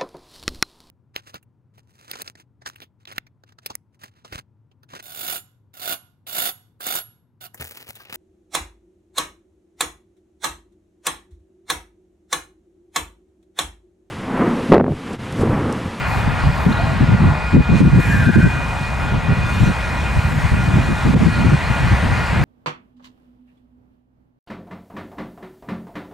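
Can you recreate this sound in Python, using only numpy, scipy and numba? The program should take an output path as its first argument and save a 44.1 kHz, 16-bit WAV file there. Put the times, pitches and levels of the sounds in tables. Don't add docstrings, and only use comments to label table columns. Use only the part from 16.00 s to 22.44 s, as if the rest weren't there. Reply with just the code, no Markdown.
import sys
import numpy as np
from scipy import signal
from scipy.fft import rfft, irfft, next_fast_len
from scipy.io import wavfile
from scipy.ndimage import uniform_filter1d, minimum_filter1d, map_coordinates
from numba import njit

SR = 44100
rng = np.random.default_rng(int(sys.argv[2]) if len(sys.argv) > 2 else 0)


def unload_audio(sound):
    columns = np.transpose(np.atleast_2d(sound))
    steps = np.round(np.clip(columns, -1, 1) * 32767)
    wavfile.write(sys.argv[1], SR, steps.astype(np.int16))


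N = 284004


def amp(db):
    return 10 ** (np.asarray(db) / 20)


def unit(x):
    return x / np.sqrt(np.mean(x ** 2) + 1e-20)


def along(points, hz):
    f, v = np.transpose(points)
    return np.interp(np.log(hz + 1), np.log(f + 1), v)


def curves(rows):
    times, *columns = np.transpose(rows)
    return [np.interp(np.arange(N) / SR, times, column) for column in columns]


def wobble(rate):
    return map_coordinates(rng.standard_normal(int(N * rate / SR) + 4), [np.arange(N) * rate / SR])


def jitter(count, size):
    return unit(uniform_filter1d(rng.standard_normal(count), size=size))


def swell(start, rise, hold, fall):
    t = np.arange(N) / SR - start
    return np.clip(t / rise, 0, 1) * np.exp(-np.maximum(t - rise - hold, 0) / fall)


def filtered(x, response):
    m = next_fast_len(N + SR // 2)
    return irfft(rfft(x, m) * response(np.fft.rfftfreq(m, 1 / SR)), m)[..., :N]


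def rush(spectrum, correlation, patchy_db=0):
    cells = signal.stft(rng.standard_normal((2, N + 512)), nperseg=512)[2]
    patches = uniform_filter1d(rng.standard_normal(cells.shape[1:]), size=8, axis=0)
    patches = unit(uniform_filter1d(patches, size=16, axis=1))
    pair = signal.istft(cells * amp(patchy_db * patches), nperseg=512)[1][:, :N]
    angle = lambda hz: np.arccos(np.clip(along(correlation, hz), -1, 1)) / 2
    gain = lambda hz: amp(along(spectrum + [(SR / 2, -120)], hz))
    mid, side = filtered(pair, lambda hz: gain(hz) * [np.cos(angle(hz)), np.sin(angle(hz))])
    return unit(np.array([mid + side, mid - side]))


def evened(x, share, size):
    strength = np.sqrt(np.abs(uniform_filter1d(np.mean(x ** 2, axis=0), size=size)) + .02)
    return x / strength ** share


def wind():
    # frequency_hz, density_db
    large = [(25, -37), (45, -9), (65, -9.5), (90, -0.5), (140, -1), (250, -31.5), (500, -69)]
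    small = [(60, -22), (120, -16), (170, 0.5), (250, -6.5), (380, -19), (600, -31.5), (1200, -81)]
    # frequency_hz, correlation
    ports = [(30, 1), (60, 0.99), (100, 0.51), (160, 0.88), (270, 0.058), (500, 0.32)]
    # time_s, level_db
    breeze = [(0, -26), (.9, -21), (1.25, -21.5), (1.42, -30), (1.66, -31), (1.8, -17.5), (2.05, -24),
              (2.35, -16), (2.52, -24), (2.95, -27.5), (3.5, -25.5), (3.85, -28), (4.1, -26.5),
              (4.5, -23.5), (4.75, -20), (5.0, -25), (5.42, -20), (5.65, -24), (6.2, -26.5), (6.44, -18)]
    # start_s, length_s, thud_db, flutter_db
    puffs = [(0.156, 0.047, -22, -25.5), (0.263, 0.031, -16.5, -34), (0.43, 0.079, -12, -22.5),
             (0.66, 0.058, -16, -12), (0.86, 0.1, -34, -28.5), (1.006, 0.038, -10, -10),
             (1.088, 0.069, -12, -14.5), (1.206, 0.13, -12.5, -15.5), (1.533, 0.079, -11, -6),
             (1.693, 0.062, -13, -11), (1.803, 0.079, -11, -10), (1.918, 0.083, -11, -10),
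             (2.071, 0.032, -16.5, -28), (2.26, 0.048, -19, -10.5), (2.354, 0.053, -11, -9),
             (2.426, 0.054, -10.5, -14.5), (3.105, 0.083, -16.5, -25.5), (3.285, 0.051, -14.5, -17.5),
             (3.368, 0.12, -19.5, -31), (3.517, 0.074, -27, -25), (3.604, 0.043, -9, -16.5),
             (3.661, 0.057, -15.5, -18.5), (4.162, 0.035, -11, -32), (4.243, 0.052, -19, -27),
             (4.32, 0.079, -16.5, -22), (4.436, 0.031, -10, -26), (4.518, 0.033, -10.5, -16.5),
             (4.732, 0.084, -18, -15), (4.878, 0.06, -19.5, -18), (5.048, 0.068, -15.5, -12.5),
             (5.13, 0.046, -20, -12), (5.202, 0.092, -16.5, -14.5), (5.446, 0.062, -13, -15),
             (5.513, 0.041, -14, -12.5), (5.696, 0.03, -14, -25), (5.8, 0.092, -15.5, -24),
             (5.909, 0.041, -10, -18), (6.03, 0.051, -15, -21), (6.095, 0.051, -13.5, -26.5),
             (6.357, 0.072, -16.5, -23), (2.16, 0.056, -16, -32), (4.67, 0.049, -17.5, -22),
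             (5.395, 0.03, -19, -16.5)]
    breeze_db, = curves(breeze)
    flutter_db = breeze_db.mean() - 6 + 1.2 * (breeze_db - breeze_db.mean())
    lumps = wobble(22)
    thud = unit(amp(1.65 * lumps) * evened(rush(large, ports), 0.25, size=1300))
    port_lumps = np.array([wobble(40), wobble(40)])
    flutter = unit(amp(3.9 * lumps + 2.8 * port_lumps) * evened(rush(small, ports), 0.23, size=700))
    puff_gain, t = np.zeros((2, N)), np.arange(N) / SR
    edge = 0.29
    for start, length, *db in puffs:
        inside = .5 + (.5 - np.abs((t - start) / length - .5)) / edge
        puff_gain += np.outer(amp(db), np.sin(np.pi / 2 * np.clip(inside, 0, 1)) ** 2)
    puff_thud = puff_gain[0] * unit(evened(rush(large, ports), 0.27, size=900))
    puff_flutter = puff_gain[1] * unit(amp(3.8 * port_lumps) * evened(rush(small, ports), 0.74, size=500))
    pressure = amp(breeze_db) * thud + amp(flutter_db) * flutter + puff_thud + puff_flutter
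    return pressure * amp([[.1], [-.1]])


def diesels():
    # time_s, level_db
    levels = [(0, -28), (1.9, -23.5), (2.75, -27), (3.2, -25), (4.4, -23.5), (5.7, -24.5), (6.44, -25.5)]
    # frequency_hz, density_db
    throb = [(18, -27), (28, -18), (42, -7), (60, 3), (75, 0), (110, -34), (200, -77)]
    return amp(curves(levels)[0]) * evened(rush(throb, [(25, .8), (60, 1.0)]), 0.26, size=3000)


def far_roar():
    # time_s, roar_db, middle_swell_db, hiss_swell_db
    drift = [(0, -24.5, 1.5, 1), (.8, -24.5, 1, 0.5), (1.5, -27, 0, -2), (2.1, -29.5, 0.5, 2.5),
             (2.9, -28.5, -0.5, 1), (3.26, -27, -0.5, -1), (3.6, -28, 1.5, 2), (5.0, -27.5, 1, 4),
             (5.4, -27, 2, 3), (6.2, -24.5, 4, 4), (6.44, -25.5, 2.5, 1)]
    # frequency_hz, density_db
    traffic = [(60, -46), (110, -12), (170, -4), (340, -21.5), (600, -14.5), (950, -10.5), (1330, -16.5),
               (1700, -25.5), (2300, -47)]
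    whoosh = [(1200, -5.5), (1550, 1.5), (2000, 0), (2350, -3.5), (2800, -7), (3400, -73)]
    rolling = [(2300, -34), (2800, 3.5), (3300, 1), (4300, -1), (5200, -8.5), (7000, -68)]
    hiss = [(4000, -57), (5200, -1.5), (7000, -3), (8800, -5), (10500, -12.5), (12000, -40)]
    top_hiss = [(9000, -33), (10500, 0), (12000, -1), (13500, -2), (15000, -7), (16000, -20)]
    # level_db, db_per_swell_db
    bands = [(-31, 1.26), (-40.5, 0.9), (-48.5, 1.16), (-62, 1.15)]
    # frequency_hz, correlation
    coherence = [(60, 0.78), (300, 0.56), (750, 0.99), (2000, 0.9), (5500, 0.91), (9000, 0.99),
                 (15000, 0.99)]
    # frequency_hz, left_over_right_db
    pan = [(100, 4.5), (700, 1), (1200, 3), (2200, -0.5), (4000, 2.5), (8000, 1)]
    # frequency_hz, left_lag_rad
    lag = [(200, 0.73), (600, 0.51), (1300, 0.64), (3000, 0.073), (6000, 0.125), (15000, 0)]
    roar_db, middle_db, hiss_db = curves(drift)
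    swells_db = [middle_db, middle_db, hiss_db, hiss_db]
    background = np.array([amp(db + slope * swing) for (db, slope), swing in zip(bands, swells_db)])
    whoosh_gain, rolling_gain, hiss_gain, top_gain = np.sqrt(background ** 2 + air_blasts())
    roar = amp(roar_db) * rush(traffic, coherence, patchy_db=1.2)
    roar += whoosh_gain * rush(whoosh, coherence, patchy_db=1.2)
    treble = rolling_gain * rush(rolling, coherence, patchy_db=1.53)
    treble += hiss_gain * rush(hiss, coherence, patchy_db=1.3)
    treble += top_gain * rush(top_hiss, coherence, patchy_db=1.2)
    far = roar + amp(0.36 * wobble(14)) * treble
    half = np.array([[.5], [-.5]])
    return filtered(far, lambda hz: amp(half * along(pan, hz)) * np.exp(-1j * half * along(lag, hz)))


def air_blasts():
    # start_s, rise_s, hold_s, fade_s, hiss_db, top_hiss_db
    vents = [(0.035, 0.062, .04, 0.13, -51, -53), (.42, .2, .03, .08, -58, -54.5),
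             (1.72, .05, 0.037, .02, -45, -62), (1.98, .025, 0.098, .25, -45, -51),
             (3.415, .12, .02, 0.069, -50, -59), (4.1, .15, .1, 0.23, -59, -56)]
    return sum(np.outer(amp([db + 12.5, db + 1.5, db, top_db]), swell(*timing)) ** 2
               for *timing, db, top_db in vents)


def crossing_bells():
    # reference_blow_s, period_s
    hammers = [(.33, .4116), (.28, .3876)]
    # pitch_hz, relative_db, t60_s
    castings = [
        [(1420, 0, 2), (1916.6, 0, 2), (2446.2, 0, 3.5)],
        [(1427.6, 2, 2), (1926, -3, 2), (2460, -6, 2.5), (3015, -21, 1.5)],
    ]
    edges = [0, 1700, 2200, 2454, 4000]
    # time_s, level_db
    high_partial = [(0, -38), (.2, -32), (.38, -45), (.65, -35), (1.2, -51), (1.4, -32.5), (1.8, -28.5),
                    (2.0, -30), (2.2, -30.5), (2.7, -31.5), (3.2, -39), (3.55, -28.5), (3.75, -37),
                    (4.0, -30), (4.5, -40.5), (4.78, -32.5), (5.1, -36), (6.44, -36.5)]
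    t, both = np.arange(3 * SR) / SR, 0
    for (reference, period), modes in zip(hammers, castings):
        ring = sum(amp(db - 60 * t / t60) * np.sin(2 * np.pi * hz * t) for hz, db, t60 in modes)
        ring *= 1 - np.exp(-t / 0.011)
        times = reference + period * np.arange(-5, 17) + rng.normal(0, 2e-5, 22)
        blows = np.zeros(N + 4 * SR)
        blows[np.round((times + 2) * SR).astype(int)] = amp(rng.normal(0, 1, len(times)))
        both = both + signal.fftconvolve(blows, ring)[2 * SR:][:N]
    bands = [unit(filtered(both, lambda hz: (hz >= lo) & (hz < hi))) for lo, hi in zip(edges, edges[1:])]
    levels_db = [-33.5, -39.5, *curves(high_partial), -40.5]
    heard = sum(amp(db + 0.51 * wobble(4.97)) * band for db, band in zip(levels_db, bands))
    late = np.pad(heard, (2, 0))[:N]
    return np.array([late * amp(-2.5), heard * amp(-1.03)])


def bird():
    # start_s, length_s, from_hz, to_hz, level_db
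    chirps = [(0.716, 0.02, 3530, 4150, -31.5), (.737, 0.022, 3800, 3930, -40),
              (.765, .025, 3870, 3730, -34.5), (.785, 0.031, 4200, 4230, -38), (5.33, .14, 4200, 4350, -42),
              (5.488, 0.13, 4300, 4210, -42), (5.621, 0.094, 4200, 4200, -39),
              (5.839, 0.11, 4300, 4200, -46)]
    out = np.zeros(N)
    for start, length, from_hz, to_hz, db in chirps:
        progress = np.linspace(0, 1, round(length * SR))
        hoarse_hz = 190 * jitter(len(progress), size=80)
        phase = 2 * np.pi * np.cumsum(from_hz + (to_hz - from_hz) * progress + hoarse_hz) / SR
        envelope = amp(db) * np.sqrt(np.abs(np.sin(np.pi * progress)))
        out[round(start * SR):][:len(phase)] += envelope * np.sin(phase)
    return out


def low_tones():
    # start_s, length_s, pitch_hz, level_db
    tones = [(0.781, 0.042, 685, -21.5), (0.844, 0.095, 659, -28.5)]
    out = np.zeros(N)
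    for start, length, hz, db in tones:
        t = np.arange(round(length * SR)) / SR
        envelope = amp(db) * np.sin(np.pi * t / length)
        out[round(start * SR):][:len(t)] += envelope * np.sin(2 * np.pi * hz * t)
    return out


def gust_dips():
    # start_s, fall_s, return_s, depth_db
    dips = [(1.53, .05, 0.085, 4), (1.815, 0.013, 0.12, 2.5), (2.262, .008, 0.025, 2), (4.325, .01, .03, 2),
            (5.144, 0.0057, 0.013, 10)]
    hold_s = 0.0044
    return amp(-sum(db * swell(start, fall, hold_s, back) for start, fall, back, db in dips))


def air_brake():
    start_s, from_hz, to_hz = 1.98, 1740, 1545
    base_hz = to_hz + (from_hz - to_hz) * swell(start_s, rise=.001, hold=0.06, fall=.13)
    phase = 2 * np.pi * np.cumsum(base_hz) / SR

    def breath(rate, ratio):
        return wobble(rate) * np.cos(ratio * phase) + wobble(rate) * np.sin(ratio * phase)

    whistle = unit(breath(70, .985) + amp(-6) * breath(70, 1.07) + amp(-9) * breath(300, 1.03))
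    stray = unit(breath(300, 1.01))
    envelope = amp(-23.5) * swell(start_s, rise=.14, hold=.32, fall=.09)
    return envelope * (whistle * amp([[.6], [-.6]]) + amp(-13.5) * np.outer([1, -1], stray))


def chains():
    # start_s, pitch_hz, level_db, t60_s
    links = [(3.455, 3550, -35, .25), (3.46, 11350, -55, .4), (3.48, 8650, -49, .4), (3.53, 3650, -36, .4),
             (3.54, 11300, -51, .35), (3.555, 10400, -53, .25), (3.59, 13000, -53, .25),
             (3.605, 7500, -46, .35), (3.625, 10000, -50, .2), (3.645, 6100, -33, .09),
             (3.65, 7000, -43, .2), (3.585, 6900, -45, .4), (3.66, 11500, -53, .2), (3.665, 2900, -37, .2),
             (3.66, 5800, -41, .3), (3.695, 13000, -54, .2), (3.755, 8900, -49, .25)]
    faint = [(3.45 + .45 * when ** 1.4, 2800 * 5 ** height, -39 - 17 * height - 6 * soft, .1 + .2 * ring)
             for when, height, soft, ring in rng.random(size=(45, 4))]
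    out, t = np.zeros(N), np.arange(SR // 4) / SR
    for start, hz, db, t60 in links + faint:
        phase = 2 * np.pi * hz * np.cumsum(1 + .005 * jitter(len(t), size=200)) / SR
        envelope = amp(db - 60 * t / t60) * (1 - np.exp(-t / .003))
        out[round(start * SR):][:len(t)] += envelope * np.sin(phase)
    return out


def scene():
    rumble = wind() + diesels()
    far = far_roar() + crossing_bells() + air_brake()
    far += (chains() + bird() + low_tones()) * amp([[1.2], [-1.2]])
    return rumble + gust_dips() * far


@njit
def recover(gain, step):
    out = gain.copy()
    for i in range(1, len(out)):
        out[i] = min(gain[i], out[i - 1] + step * (1 - out[i - 1]))
    return out


def record(dry):
    ceiling, release_s, cutoff_hz = 1.04, 0.029, 15620
    needed = np.minimum(1, ceiling / (np.abs(dry).max(axis=0) + 1e-9))
    gain = recover(minimum_filter1d(needed, size=131), 1 / (release_s * SR))
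    limited = dry * uniform_filter1d(gain, size=65)
    return filtered(np.clip(limited, -1, 1), lambda hz: hz < cutoff_hz)


dry = scene()
out = record(dry)
unload_audio(out)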